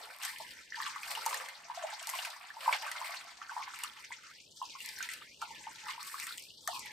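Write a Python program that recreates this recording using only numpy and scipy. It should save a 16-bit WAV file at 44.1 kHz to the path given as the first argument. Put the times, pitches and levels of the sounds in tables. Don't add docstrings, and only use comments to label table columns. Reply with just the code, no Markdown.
import sys
import numpy as np
from scipy import signal
from scipy.fft import rfft, irfft
from scipy.io import wavfile
from scipy.ndimage import uniform_filter1d

SR = 44100
rng = np.random.default_rng(int(sys.argv[2]) if len(sys.argv) > 2 else 0)


def master(y):
    cut = np.clip(np.atleast_2d(y).T, -1, 1)
    pcm = np.round(cut * 32767)
    wavfile.write(sys.argv[1], SR, pcm.astype(np.int16))


N = 305172
HZ = np.fft.rfftfreq(N, 1 / SR)

# full strength at seconds, length in seconds, then relative levels in dB
STROKES_S_DB = [(0.0, 0.0069, -52.5, -45.5, -42), (0.256, 0.04, -45, -42, -43.5),
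                (0.415, 0.038, -53.5, -49.5, -52), (0.79, 0.11, -48.5, -53, -43.5),
                (1.057, 0.31, -48, -44, -59), (1.295, 0.029, -46.5, -41.5, -43.5),
                (1.782, 0.16, -50, -55, -39.5), (2.094, 0.16, -48.5, -42.5, -42),
                (2.675, 0.029, -43.5, -41, -37), (2.874, 0.15, -47, -49, -45.5),
                (3.017, 0.081, -49, -47.5, -47), (3.569, 0.023, -48.5, -53, -44.5),
                (3.796, 0.013, -51, -50, -47), (3.983, 0.06, -58.5, -59.5, -60),
                (4.64, 0.022, -51, -59, -50), (4.847, 0.28, -51, -46.5, -50),
                (5.424, 0.44, -54.5, -59.5, -47.5), (5.871, 0.02, -51.5, -54.5, -37),
                (6.075, 0.28, -50, -42, -53.5), (6.718, 0.057, -45.5, -48, -34.5)]
# swell in dB/s, sag in dB/s, release in dB/s,
# relative level between strokes in dB.
HISS_SHAPE = (150, 5, 48.5, -56.5)
SPRAY_SHAPE = (164, 14, 79.5, -66.5)
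GURGLE_SHAPE = (317.5, 25, 113.5, -60)
# frequency in Hz, relative density in dB.
HISS_HZ_DB = [(250, 7), (900, 4), (2000, 7.5), (3500, 1), (5500, 2.5), (7500, 1), (11000, -3.5),
              (16000, -4)]
# start in seconds, relative level in dB, starting pitch in Hz.
PLOPS_S_DB_HZ = [(0.4, -32, 873), (0.402, -34, 590), (0.722, -25.5, 1840), (0.7434, -26, 1730),
                 (0.8, -27, 1166), (0.801, -27.5, 1780), (0.8226, -24.5, 1790), (0.852, -33, 1590),
                 (0.959, -31, 1140), (1.172, -26.5, 903), (1.262, -18.5, 890), (1.29, -30.5, 2040),
                 (1.31, -28, 1150), (1.698, -25.5, 931), (1.836, -22, 622), (2.135, -25.5, 1030),
                 (2.503, -30, 1700), (2.566, -33, 895), (2.659, -24, 1036), (2.677, -10.5, 929),
                 (2.702, -27.5, 930), (2.729, -28.5, 990), (2.747, -27.5, 805), (2.829, -31, 870),
                 (2.878, -28, 1540), (2.97, -31, 2050), (3.013, -25.5, 970), (3.494, -27.5, 1470),
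                 (3.517, -30.5, 913), (3.564, -23.5, 940), (3.594, -33, 1090), (3.612, -28.5, 1080),
                 (3.627, -30, 2200), (3.844, -29.5, 1200), (4.105, -35, 934), (4.121, -27, 2000),
                 (4.615, -23, 986), (4.751, -33.5, 1053), (5.423, -25, 1330), (5.422, -27.5, 890),
                 (5.668, -28.5, 870), (5.889, -28.5, 1930), (5.893, -32, 1050), (5.978, -31.5, 948),
                 (6.141, -26.5, 1140), (6.307, -30.5, 1385), (6.676, -24.5, 1190), (6.684, -24.5, 702),
                 (6.761, -31, 1020), (6.869, -34, 1860)]
# start in seconds, relative level in dB, starting bubble pitch in Hz,
# relative crack level in dB, added to the splash level.
SPLASHES_S_DB_HZ_DB = [(0.2337, -27.5, 5700, 1), (0.2498, -31, 5200, 10), (0.7563, -31, 4530, -12),
                       (1.032, -30, 2400, -8), (1.151, -26, 2880, -4), (1.262, -27.5, 4400, 9),
                       (1.3433, -27, 1810, 2.5), (1.486, -33.5, 2050, -2), (2.0277, -37.5, 2760, 6.5),
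                       (2.0711, -47.5, 1520, 24), (2.091, -32.5, 2000, 3), (2.188, -26.5, 2820, -13),
                       (2.2494, -27.5, 2430, -2), (2.7266, -17, 2240, -13.5), (2.915, -29, 1940, 4.5),
                       (3.759, -39, 2800, 1), (3.836, -29, 2820, 6.5), (4.804, -31.5, 2720, -6),
                       (4.889, -31.5, 5200, -1), (5.0055, -29, 1510, -21), (5.027, -25.5, 6600, -3.5),
                       (5.0888, -28.5, 1950, -6), (5.136, -37, 2540, 9), (5.417, -32.5, 1282, -3.5),
                       (6.199, -35, 2240, 8), (6.2684, -34, 1878, 3), (6.6753, -28, 1790, 7.5),
                       (6.859, -34, 2250, -5)]
# frequency in Hz, phase in radians by which left leads right.
LEFT_LEAD_HZ_RAD = [(0, 0), (6500, 0), (7800, 1.1), (16500, -14.3)]
# frequency in Hz, left minus right in dB.
LEFT_LOUDER_HZ_DB = [(1000, 0), (2400, -1.5), (4400, 5.5), (15000, -1.5)]
# time in seconds, edge in Hz.
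CALM_EDGE_S_HZ = [(0, 240), (.3, 700), (1.0, 517), (1.19, 169), (1.43, 294), (1.66, 541), (2.3, 494),
                  (2.45, 640), (2.6, 420), (3.0, 503), (3.7, 682), (4.0, 910), (6.92, 895)]
# start in seconds, length of the climb in seconds, highest edge in Hz,
# time constant of the sinking in seconds.
GUSTS_S_S_HZ_S = [(0.272, 0.11, 1750, 0.35), (0.59, 0.066, 1670, 0.16), (4, 0.094, 1450, 0.11),
                  (4.279, 0.29, 3010, 0.28), (5.208, 0.16, 2550, 0.25), (6.285, 0.38, 3200, 0.2)]
# time in seconds, relative level in dB.
WIND_S_DB = [(0.0, -78), (0.19, -86.5), (0.38, -74.5), (2.23, -85), (5.65, -72.5), (6.05, -78.5),
             (6.88, -72)]
# frequency in Hz, relative density in dB.
RUMBLE_HZ_DB = [(20, -52), (45, -5.5), (120, -4), (580, -6), (1000, -25), (1400, -91)]

GURGLE_LOSS_DB_PER_OCTAVE = 11.5
CLIMB_S = 0.29
STOP_HZ = 16300


def hiss(hiss_db, spray_over_hiss_db):
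    noise = irfft(rfft(rng.standard_normal((3, N))) * from_db(at_hz(HISS_HZ_DB)), N)
    noise = noise / np.std(band(noise[0], 2770, 8350)) * from_db([[0], [-2.2], [-2.2]])

    stroke = grainy(50, 4.5, 0.009)
    slosh_clumps, grind_clumps, spray_clumps = [
        0.51 + 0.37 * stroke + 0.31 * grainy(60, 5.46, 0.007) for _ in range(3)]

    slosh = band(noise, 170, 1680)
    slosh[0] += from_db(1.5) * swarm(907, 3360, 4.8, 21.1, count=2200)

    edges_hz = np.geomspace(1900, 8600, num=6)
    grind = np.zeros((3, N))
    for k in range(1, len(edges_hz)):
        patches = 0.34 + 0.56 * grainy(45, 5.26, 0.0082)
        grind += (-1) ** k * band(noise, edges_hz[k - 1], edges_hz[k]) * patches
    ticks = np.array([swarm(2600, 8500, 5, 18, count=700) for _ in noise])
    grind += from_db(-7) * ticks * grainy(40, 2.1, 0.015)

    spray = band(noise, 6060, 15000) * (0.52 + 0.26 * grainy(270, 9.3, 0.00028)) * [[1], [0.5], [0.5]]
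    spray = from_db(spray_over_hiss_db + 5.0) * spray
    return from_db(hiss_db - 5.5) * (slosh * slosh_clumps + grind * grind_clumps + spray * spray_clumps)


def gurgle(level_db):
    tones = band(swarm(663, 1253, 7.1, 34, count=1900), 547, 1034, order=6)
    return from_db(level_db - 7.5) * rms_one(tones)


def stroke_level(level_db, shape):
    swell, sag, release, bed_db = shape
    s, length_s = np.transpose(STROKES_S_DB)[:2, :, None]
    t = np.arange(N // 64 + 2) * 64 / SR
    loss_db = swell * np.maximum(s - t, 0) + sag * np.maximum(t - s, 0)
    loss_db = loss_db + release * np.maximum(t - s - length_s, 0)
    strokes = np.sqrt(np.sum(from_db(level_db[:, None] - loss_db) ** 2, axis=0))
    return 20 * np.log10(np.hypot(np.interp(np.arange(N) / SR, t, strokes), from_db(bed_db)))


def plops():
    s, level_db, hz = np.transpose(PLOPS_S_DB_HZ)
    late, detune = rng.random((len(s), 2)).T
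    first = bubbles(s, from_db(level_db + 10.5), hz, 17.5, rise=0.073, attack_s=2.57 / hz[:, None])
    second_s = s + 0.00586 + 0.00979 * late
    second_hz = hz * (0.845 + 0.39 * detune)
    second = bubbles(second_s, from_db(level_db + 1.5), second_hz, 12.4, rise=0.26, attack_s=0.0018)
    return band(first + second, 590, 3200)


def splashes():
    s, level_db, hz, crack_db = np.transpose(SPLASHES_S_DB_HZ_DB)
    crack = burst(s, from_db(level_db + crack_db - 6.0), 0.00025, 0.0023, 4300, 12000)
    wash = burst(s, from_db(level_db - 15.0), 0.0011, 0.019, 1100, 3700)
    wash = wash * (0.5 + 0.5 * grainy(330, 3.5, 0.024))
    trapped = bubbles(s, from_db(level_db), hz, 42, rise=0.095, attack_s=0.00023)
    return crack + wash, trapped


def microphones(x, room_db, t60_s):
    t = np.arange(int(0.25 * SR)) / SR
    tails = rng.standard_normal((2, len(t))) * from_db(-60 * t / t60_s) * (t > 0.002)
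    tails = tails / np.sqrt(np.sum(tails ** 2, axis=1, keepdims=True))
    hz, lead_rad = np.transpose(LEFT_LEAD_HZ_RAD)
    step = from_db(at_hz(LEFT_LOUDER_HZ_DB) / 2) * np.exp(0.5j * np.interp(HZ, hz, lead_rad))
    direct = np.array([step, 1 / step])
    dull = from_db(room_db) / (1 + (HZ / 7000) ** 2)
    return irfft(rfft(x) * (direct + dull * rfft(tails, N)), N)


def filter_edge():
    t = np.arange(N) / SR
    calm_hz, = in_time(CALM_EDGE_S_HZ)
    edge_hz = calm_hz
    for start_s, length_s, top_hz, sink_s in GUSTS_S_S_HZ_S:
        climb = np.expm1(-np.clip(t - start_s, 0, length_s) / CLIMB_S) / np.expm1(-length_s / CLIMB_S)
        sink = np.exp(-np.maximum(t - start_s - length_s, 0) / sink_s)
        edge_hz = np.maximum(edge_hz, calm_hz + (top_hz - calm_hz) * climb * sink)
    return edge_hz


def wind_filter(x, edge_hz, leak_db):
    hz, s, frames = signal.stft(x, SR, nperseg=1024, noverlap=768)
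    at = np.minimum((s * SR).astype(int), N - 1)
    uneven = rng.uniform(0.55, 1.3, (len(hz) // 3, 1)).repeat(3, axis=0)
    uneven = uneven + 0.5 * (hz[:, None] > edge_hz[at] - 280)
    above = np.clip((hz[:, None] - edge_hz[at]) / 120 + 0.5, 0, 1)
    frames = frames * from_db(leak_db[at] * uneven * (1 - above))
    return signal.istft(frames, SR, nperseg=1024, noverlap=768)[1][..., :N]


def rumble():
    mid, side = irfft(rfft(rng.standard_normal((2, N))) * from_db(at_hz(RUMBLE_HZ_DB)), N)
    side = signal.lfilter([1, -1], [1, -np.exp(-2 * np.pi * 250 / SR)], side)
    lumps_db = 2.5 * rms_one(band(rng.standard_normal(N), 1.5, 12, order=1))
    lumps = rms_one(from_db(lumps_db))
    pair = (mid + 0.69 * side * [[1], [-1]]) / np.std(band(mid, 66, 267))
    return from_db(in_time(WIND_S_DB)[0]) * lumps * pair


def bubbles(s, gain, hz, cycles, rise, attack_s):
    size = min(int(cycles / hz.min() * SR), 1600)
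    t = np.arange(size) / SR
    turns = hz[:, None] * t
    shape = np.exp(-np.log(1000) * turns / cycles) * (1 - np.exp(-t / attack_s)) ** 2
    phase = 2 * np.pi * (turns + rise * turns ** 2 / (2 * cycles))
    sound = gain[:, None] * shape * np.sin(phase)
    at = (s * SR).astype(int)[:, None] + np.arange(size)
    return np.bincount(at.ravel(), sound.ravel(), N + size)[:N]


def swarm(low_hz, high_hz, spread_db, cycles, count):
    when, pitch, size = rng.random((count, 3)).T
    gain = from_db(-spread_db * np.log(np.maximum(size, 0.04)))
    hz = low_hz * (high_hz / low_hz) ** pitch
    return rms_one(bubbles(when * N / SR, gain, hz, cycles, rise=0.15, attack_s=0.00019))


def grainy(per_s, spread_db, decay_s):
    size_db = spread_db * np.minimum(rng.exponential(1, N), 4.2)
    energy = from_db(2 * size_db) * (rng.random(N) < per_s / SR)
    dying = signal.lfilter([1], [1, -np.exp(-1 / (decay_s * SR))], energy + 1e-12)
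    smooth = uniform_filter1d(dying, int(decay_s * SR / 2))
    return rms_one(np.sqrt(smooth.clip(0)))


def burst(s, gain, attack_s, decay_s, low_hz, high_hz):
    puffs = np.full(N, 1e-18)
    puffs[(s * SR).astype(int)] = gain
    dying = signal.lfilter([1], [1, -np.exp(-1 / (decay_s * SR))], puffs)
    swell = np.exp(-1 / (attack_s * SR))
    envelope = signal.lfilter([1 - swell], [1, -swell], dying)
    return envelope * rms_one(band(rng.standard_normal(N), low_hz, high_hz))


def band(x, low_hz, high_hz, order=2):
    return signal.sosfilt(signal.butter(order, [low_hz, high_hz], "band", fs=SR, output="sos"), x)


def from_db(db):
    return 10 ** (np.asarray(db) / 20)


def rms_one(x):
    return x / np.sqrt(np.mean(x ** 2) + 1e-20)


def in_time(rows):
    s, *columns = np.transpose(rows)
    return [np.interp(np.arange(N) / SR, s, c) for c in columns]


def at_hz(points):
    hz, value = np.transpose(points)
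    return np.interp(np.log(HZ + 1), np.log(hz + 1), value)


def scene():
    edge_hz = filter_edge()
    deep_db = np.full(N, -50.0)

    hiss_db, spray_db, gurgle_db = np.transpose(STROKES_S_DB)[2:]
    hiss_db = stroke_level(hiss_db, HISS_SHAPE)
    spray_db = stroke_level(spray_db, SPRAY_SHAPE)
    *gurgle_slopes, bed_db = GURGLE_SHAPE
    bed_db = bed_db - GURGLE_LOSS_DB_PER_OCTAVE * np.log2(np.maximum(edge_hz / 800, 1))
    gurgle_db = stroke_level(gurgle_db, (*gurgle_slopes, bed_db))

    gurgling = gurgle(gurgle_db)
    splash_noise, trapped = splashes()
    grains = hiss(hiss_db, spray_db - hiss_db)
    broad = microphones(grains[0] + splash_noise, room_db=-1.5, t60_s=0.12) + grains[1:]
    leak_db = np.where(edge_hz > 900, np.clip(gurgle_db + 29.0, -50, -27), deep_db)
    broad = wind_filter(broad, edge_hz, leak_db)
    broad = wind_filter(broad, np.minimum(edge_hz, 700), deep_db)

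    tones = wind_filter(gurgling, np.minimum(edge_hz, 780), deep_db) + plops() + trapped
    tones = microphones(tones, room_db=-3.0, t60_s=0.11)
    tones = wind_filter(tones, np.minimum(edge_hz, 550), deep_db)
    return broad + tones + rumble()


def record(dry):
    return signal.sosfilt(signal.cheby2(14, 70, STOP_HZ, fs=SR, output="sos"), dry)


dry = scene()
out = record(dry)
master(out)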